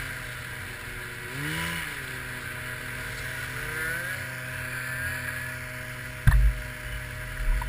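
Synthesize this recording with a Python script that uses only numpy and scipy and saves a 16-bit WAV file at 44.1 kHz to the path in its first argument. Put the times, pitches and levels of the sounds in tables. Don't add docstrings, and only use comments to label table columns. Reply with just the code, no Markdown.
import sys
import numpy as np
from scipy import signal
from scipy.fft import rfft, irfft
from scipy.io import wavfile
from scipy.ndimage import uniform_filter1d

SR = 44100
rng = np.random.default_rng(int(sys.argv[2]) if len(sys.argv) > 2 else 0)


def volts_from_decibels(level):
    exponent = np.asarray(level, float) / 20
    return 10 ** exponent


def transcribe(u):
    v = np.clip(np.atleast_2d(u).T, -1, 1)
    q = np.round(v * 32767).astype(np.int16)
    wavfile.write(sys.argv[1], SR, q)


N = 338688

# start_s, peak_db, pitch_hz, t60_s, direction (signed share)
BLOWS = [
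    (6.272, -0.5, 125.9, 0.064, -0.58),
    (6.283, 0, 78, 0.033, 0.81),
    (6.297, -1, 125.7, 0.1, 0.21),
    (6.34, -15.5, 124.5, 0.76, 0.38),
    (7.611, -30.5, 119, 0.21, 0.95),
]


def evened(x):
    return x / np.sqrt(np.mean(x ** 2) + 1e-20)


def columns(rows, t):
    s, *values = np.transpose(rows)
    return [np.interp(t, s, v) for v in values]


def add(mix, s, sound):
    part = mix[round(s * SR):][:len(sound)]
    part += sound[:len(part)]


def drift(seconds):
    steps = int(N / SR / seconds) + 2
    aims = rng.standard_normal(steps)
    return np.interp(np.arange(N), np.linspace(0, N, steps), aims) * np.sqrt(1.5)


def swell(t, centre, half):
    return np.exp(-((t - centre) / half) ** 2)


def ring(x, modes):
    hz = np.fft.rfftfreq(len(x), 1 / SR)
    gains = np.array([volts_from_decibels(db) / (1 + 2j * (hz - f) / w) ** 2 for f, w, db in modes])
    phase = gains.sum(0) / abs(gains.sum(0))
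    return irfft(rfft(x) * phase * np.linalg.norm(gains, axis=0), len(x))


def tone(turns, db, wobble_db):
    level = volts_from_decibels(db + wobble_db * drift(.06))
    return np.sqrt(2) * level * np.cos(2 * np.pi * (turns + rng.random()))


def near_engine(t):
    # start_s, firing_hz, firing_db (rms), facing_db (muffler side towards the ear)
    cruise = [(0, 131.6, -44, 0), (.31, 123, -46, -15), (.7, 123, -47.5, 6), (1.29, 121.1, -47, 15.5),
              (1.38, 137, -36, -3), (1.48, 152.6, -36.5, 0), (1.6, 165.5, -38, 6), (1.72, 169.1, -40.5, 11),
              (1.77, 167, -39.5, -4), (1.85, 151.1, -52, 5), (2.05, 128.7, -45, 3.5), (2.45, 123.5, -44, 2),
              (3.3, 127, -43.5, -6), (3.78, 123.8, -44.5, 4), (3.9, 126.8, -43.5, -9.5),
              (4.7, 125.8, -41, -6), (6.2, 124.7, -43, -9), (6.9, 122.6, -43, -14), (7.68, 125.7, -42, -11)]
    hz, firing_db, facing_db = columns(cruise, t)
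    hz = uniform_filter1d(hz, round(.05 * SR))
    crank = np.cumsum(hz / 2 * (1 + .003 * drift(.03))) / SR
    blip = np.clip((hz - 128) / 35, 0, 1)
    panel = tone(12 * crank, 2 * firing_db + 33, wobble_db=2.5)
    out = near_exhaust(hz, crank, blip, firing_db, facing_db)
    out += ring(np.sqrt(blip) * panel, [(995, 100, 0)])
    return out + clatter(t, crank, blip)


def near_exhaust(hz, crank, blip, firing_db, facing_db):
    # order, level_db (over the firing tone)
    cruise_orders = [(1, -32), (2, -0.5), (3, -17), (4, -12), (5, -17), (6, -21), (7, -40.5), (8, -8),
                     (9, -20.5), (10, -10)]
    # order, level_db (over the firing tone)
    blip_orders = [(1, 2), (2, 1), (3, -10.5), (4, -11), (5, -8), (6, -12), (7, -7.5), (8, -29), (9, -32),
                   (10, -30)]
    # pitch_hz, level_db (over the firing tone)
    pipe = [(258, -9.5), (298, -1), (340, -13.5), (375, -13.5), (440, -8.5), (510, -20.5), (625, -12),
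            (720, -34)]
    facing_share = {4: 0.16, 6: 0.83, 10: -0.18}
    out = np.zeros(N)
    for (k, cruise_db), (_, blip_db) in zip(cruise_orders, blip_orders):
        db = firing_db + cruise_db + blip * (blip_db - cruise_db) - 7.6 * (k != 2)
        if k in facing_share:
            pipe_db = columns(pipe, k * hz / 2)[0]
            db = firing_db + pipe_db + facing_share[k] * facing_db + 1.84 * drift(.08)
        out += tone(k * crank, db, wobble_db=0.17)
    return out


def clatter(t, crank, blip):
    # start_s, level_db
    loudness = [(0, -35.5), (.12, -38.5), (1.2, -40), (1.42, -36), (1.62, -33.5), (1.8, -35.5), (2.06, -38),
                (2.3, -38), (2.9, -38.5), (3.2, -37), (3.55, -37), (3.86, -36.5), (4.25, -37.5),
                (5.1, -36.5), (5.37, -36), (5.62, -38.5), (6.2, -40.5), (7.68, -40)]
    # pitch_hz, width_hz, level_db
    case = [(578, 175, -13), (780, 35, -11.5), (986.6, 79, -1.5), (1302, 345, -5), (1442, 35.6, 5.5),
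            (1630, 292, 6), (1931, 103.6, 4), (2172, 610, 1), (2673, 144, -6)]
    # pitch_hz, width_hz, level_db
    case_top = [(2968, 390, 20.5), (3450, 310, 14.5), (4465, 1410, 14.5), (5000, 560, -26)]
    ring_db = columns(loudness, t)[0] + 0.23 * drift(.05)
    treble_db = -47.5 + 1.26 * (ring_db + 38) + 0.67 * drift(.07)

    side = np.sign(crank % 1 - .5)
    puff = 1 + 0.2 * np.exp(-(2 * crank % 1) / 0.95) * (1 + 0.19 * side)
    rush = puff * volts_from_decibels(0.12 * drift(0.019)) * rng.standard_normal(N)
    tick_size = volts_from_decibels(3.2 * np.minimum(rng.exponential(1, N), 3))
    ticks = tick_size * (rng.random(N) < 600 / SR) * rng.choice([-1, 1], N)
    drive = evened(rush) + 0.75 * evened(ticks)
    firings = np.diff(np.floor(2 * crank), prepend=0)
    pulses = evened(firings * (1 + .45 * side) * volts_from_decibels(1.5 * rng.standard_normal(N)))

    body = volts_from_decibels(ring_db) * evened(ring(drive + (.55 + .25 * blip) * pulses, case))
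    roar = evened(ring(drive, [(2170, 170, -0.43), (2900, 190, 7.0)]))
    body += blip * volts_from_decibels(ring_db - 8.5) * roar
    later = np.roll(drive + 0.22 * pulses, SR // 8)
    treble = volts_from_decibels(treble_db - 2.5) * evened(ring(later, case_top))
    case_note = (1 - blip) * tone(23 * crank, ring_db - 21.0, wobble_db=5.5)
    cowl_db = np.interp(t, [0, .8, 1.2], [-61, -62, -75])
    cowl = volts_from_decibels(cowl_db) * evened(ring(drive, [(787, 120, 0)]))
    return case_note + cowl + head_shadow(body + treble)


def head_shadow(x):
    # start_s, notch_hz, depth_db
    shadow = [(0, 3730, -6.5), (4.1, 3740, -5), (4.35, 3900, 4), (4.68, 5454, 11), (4.85, 5636, 5),
              (5.3, 5400, 2), (5.6, 3730, 4), (6.2, 3540, -2.5), (7.68, 3500, -2)]
    # pitch_hz, width_hz, level_db
    turned = [(2110, 146, -5), (2440, 165, 3.5), (2922, 214, -5.5), (4500, 840, 2)]
    hz, t, z = signal.stft(x, SR, nperseg=1024)
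    notch_hz, depth_db = columns(shadow, t)
    patches = uniform_filter1d(rng.standard_normal(z.shape), size=2, axis=0)
    patches = evened(uniform_filter1d(patches, size=8))
    turn = np.clip((notch_hz - 3700) / 600, 0, 1)
    turned_db = sum(db * swell(hz, f, w) for f, w, db in turned)[:, None]
    notch = swell(hz[:, None], notch_hz, 500)
    z = z * volts_from_decibels(1.4 * patches + turn * turned_db - depth_db * notch)
    return signal.istft(z, SR, nperseg=1024)[1][:N]


def wind(t):
    # start_s, level_db
    gusts = [(0, -67.5), (1.2, -74), (1.65, -59.5), (1.9, -69.5), (2.72, -74.5), (3.2, -63), (4.6, -68.5),
             (4.8, -76), (5.35, -76), (5.5, -67.5), (6.3, -68.5), (7.68, -70)]
    hiss = evened(ring(rng.standard_normal(N), [(5850, 1040, 0)]))
    return volts_from_decibels(columns(gusts, t)[0] + 13.5) * hiss


def mount_shaking(t):
    # pitch_hz, level_db (per Hz)
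    wash = [(20, 4.5), (45, -6.5), (100, 5), (160, -5), (200, -9), (500, -14), (1100, -21.5), (2000, -54)]
    # start_s, level_db
    shaking_level = [(0, 0.5), (3.6, 1.5), (4.2, -3), (7.68, 0)]
    hz = np.fft.rfftfreq(N, 1 / SR)
    wash_hz, wash_db = np.transpose(wash)
    colour = volts_from_decibels(np.interp(np.log(hz + 1), np.log(wash_hz), wash_db, -40, -80))
    rumble = evened(irfft(rfft(rng.standard_normal(N)) * colour, N))
    return volts_from_decibels(-47 + columns(shaking_level, t)[0]) * rumble


def mount_springs(t):
    # start_s, half_length_s, low_spring_db, high_spring_db
    bumps = [(0, 0.047, -37.5, -48), (0.093, 0.068, -45, -41), (.5, 0.22, -45, -61),
             (0.657, 0.074, -60, -45), (1.68, 0.09, -49, -47), (2.27, 0.037, -37, -53), (3.1, .2, -42, -59),
             (3.42, 0.066, -52, -42), (3.68, .13, -39, -40), (3.9, 0.073, -42, -58),
             (4.181, 0.061, -54, -34), (4.579, 0.071, -48, -38), (5.018, 0.087, -57, -37),
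             (5.131, 0.062, -45, -45), (5.4, 0.34, -59, -43), (6.201, 0.056, -44, -44),
             (6.678, 0.07, -31, -39), (6.831, 0.027, -37, -44), (7.037, 0.0502, -32, -44),
             (7.16, 0.052, -38, -43), (7.334, 0.056, -31, -41)]
    out = np.zeros(N)
    for k, (spring_hz, hum_db) in enumerate([(48, -46), (91, -50)]):
        size = volts_from_decibels(hum_db + 3 * drift(.15))
        size += sum(volts_from_decibels(db[k]) * swell(t, s, half) for s, half, *db in bumps)
        turns = np.cumsum(spring_hz * (1 + 0.086 * drift(0.28))) / SR
        out += size * tone(turns, -10.0, wobble_db=3.0)
    return out


def passing_engine(t):
    # start_s, firing_hz, exhaust_db, whine_db (under throttle)
    passing = [(1.9, 155, -57, -50), (2.15, 155.2, -57.5, -39), (2.6, 152.6, -57.5, -41.5),
               (3.1, 155.6, -52, -45), (3.4, 147, -57, -40), (3.6, 150.5, -47, -36.5),
               (3.88, 161.7, -43, -36), (4.03, 175.4, -45.5, -43), (4.12, 186, -50, -34),
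               (4.19, 190.4, -51, -46), (4.27, 176, -52.5, -47), (4.7, 171, -64, -44.5),
               (4.93, 174.2, -64, -35), (5.1, 185, -63.5, -35.5), (5.25, 196.9, -76, -40),
               (5.31, 208.7, -64, -37.5), (5.45, 215, -76, -38), (5.8, 218, -79, -70)]
    # order, level_db
    low_orders = [(1, -7), (2, -10.5), (3, -2), (4, -11), (5, -22), (6, -32), (7, -15.5)]
    # order, level_db (over the exhaust)
    bark_orders = [(9, 11.5), (11, 8)]
    # pitch_hz, width_hz, level_db
    bark_ring = [(1464, 130, -2), (1757, 76, 0.5)]
    # order, level_db
    whine_orders = [(8, -5.5), (9, -2), (10, -6)]
    # pitch_hz, width_hz, level_db
    whine_ring = [(1632, 370, 2), (1704, 63, 1)]
    hz, low_db, whine_db = columns(passing, t)
    turns = np.cumsum(hz * (1 + 0.0026 * drift(.02))) / SR
    out = sum(tone(k * turns, low_db + db, wobble_db=1.2) for k, db in low_orders)
    high_whine = tone(16 * turns, whine_db - 20 - (low_db + 58), wobble_db=3)
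    out += ring(high_whine, [(2950, 150, 0)])
    out += ring(tone(13 * turns, low_db - 1.5, wobble_db=2), [(2050, 200, 0)])
    bark = sum(tone(k * turns, low_db + db, wobble_db=0.0) for k, db in bark_orders)
    whine = sum(tone(k * turns, whine_db + db, wobble_db=2.5) for k, db in whine_orders)
    return out + ring(bark, bark_ring) + ring(whine, whine_ring)


def case_rattles():
    # start_s, level_db (rms), length_s, pitch_hz, width_hz
    scrapes = [(2.074, -42, 0.0094, 3597, 1501), (3.172, -46, 0.017, 4244, 1200),
               (3.191, -40.5, 0.0055, 4200, 1495), (4.291, -50, 0.0096, 4420, 305.4),
               (5.277, -29.5, 0.013, 1660, 250), (6.272, -24.5, 0.0091, 1620, 404),
               (6.277, -40, .006, 3570, 350), (6.292, -55, 0.006, 3600, 300),
               (6.273, -36.5, 0.007, 3000, 4000), (6.287, -41, 0.015, 1590, 400),
               (6.31, -28, 0.0186, 1785, 220), (6.311, -31.5, 0.0134, 1083, 690),
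               (6.277, -33, .01, 1030, 800), (6.309, -42, 0.0133, 3880, 1800),
               (6.332, -47, 0.007, 3600, 300), (6.331, -39, 0.0157, 1580, 1200),
               (6.854, -48, 0.035, 2950, 198.9), (6.908, -47.5, 0.052, 2950, 200),
               (7.2, -39, 0.033, 1612, 98.9), (7.368, -36.5, 0.0084, 1711, 393),
               (7.518, -42.5, 0.013, 969, 122.8), (7.615, -31, .013, 964, 160),
               (7.617, -36, 0.0076, 1920, 100), (7.617, -47, 0.0068, 2900, 1510)]
    out = np.zeros(N)
    for s, db, length, hz, width in scrapes:
        scrape = ring(rng.standard_normal(4096), [(hz, width, 0)])
        scrape = evened(ring(scrape, [(hz, 2 * width, 0)]))
        note = np.sqrt(2) * np.sin(2 * np.pi * hz * np.arange(4096) / SR)
        clean = np.exp(-width / 400)
        sound = (clean * note + (1 - clean) * scrape)[:int(1.15 * length * SR)]
        add(out, s, volts_from_decibels(db) * evened(sound) * signal.windows.tukey(len(sound), .25))
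    return out


def helmet_blows(t):
    out = np.zeros(N)
    u = t[:SR // 2]
    for s, db, blow_hz, t60, way in BLOWS:
        onset = 1 - np.exp(-u / 0.0029)
        add(out, s, way * volts_from_decibels(db - 60 * u / t60) * np.sin(2 * np.pi * blow_hz * u) * onset)
    return out


def mount_sway(t):
    # centre_s, half_length_s, pitch_hz, level_db (rms)
    sways = [(6.284, .018, 49, -19.5), (6.347, .022, 51.3, -16.5), (6.391, 0.025, 48, -19),
             (6.46, 0.039, 51.5, -17), (6.57, 0.052, 47, -34), (6.864, 0.017, 50.3, -36),
             (6.95, 0.046, 50, -32.5), (7.416, 0.027, 45.23, -28), (7.498, 0.033, 34, -19.5),
             (7.565, 0.033, 49.2, -25.5), (7.68, 0.066, 48.5, -31)]
    swings = np.array([volts_from_decibels(db) * swell(t, s, half) for s, half, _, db in sways]) + 1e-9
    size = swings.sum(0)
    sway_hz = np.transpose(sways)[2] @ swings / size
    first = round(BLOWS[0][0] * SR)
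    phase = 2 * np.pi * np.cumsum(sway_hz[first:]) / SR - 2.28
    out = np.zeros(N)
    out[first:] = np.sqrt(2) * size[first:] * np.sin(phase)
    return out


def scene():
    t = np.arange(N) / SR
    engines = near_engine(t) + passing_engine(t)
    mount = mount_shaking(t) + mount_springs(t) + mount_sway(t) + helmet_blows(t)
    return (engines + wind(t) + mount + case_rattles())[None]


def low_pass(x):
    return signal.sosfilt(signal.butter(12, 15910, fs=SR, output="sos"), x)


def record(dry):
    edge = signal.firwin(121, 5750, window=("kaiser", 3.0), fs=SR)
    limited = signal.oaconvolve(dry, edge[None], "same")
    stored = signal.resample_poly(limited, 40, 147, axis=1, window=("kaiser", 2))
    held = np.repeat(stored, 4, axis=1)
    held = signal.resample_poly(held, 147, 160, axis=1)
    top = signal.firwin(301, 15300, window=("kaiser", 8), fs=SR)
    mix = signal.oaconvolve(held, top[None], "same")[:, :N]
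    return low_pass(mix)


dry = scene()
out = record(dry)
transcribe(out)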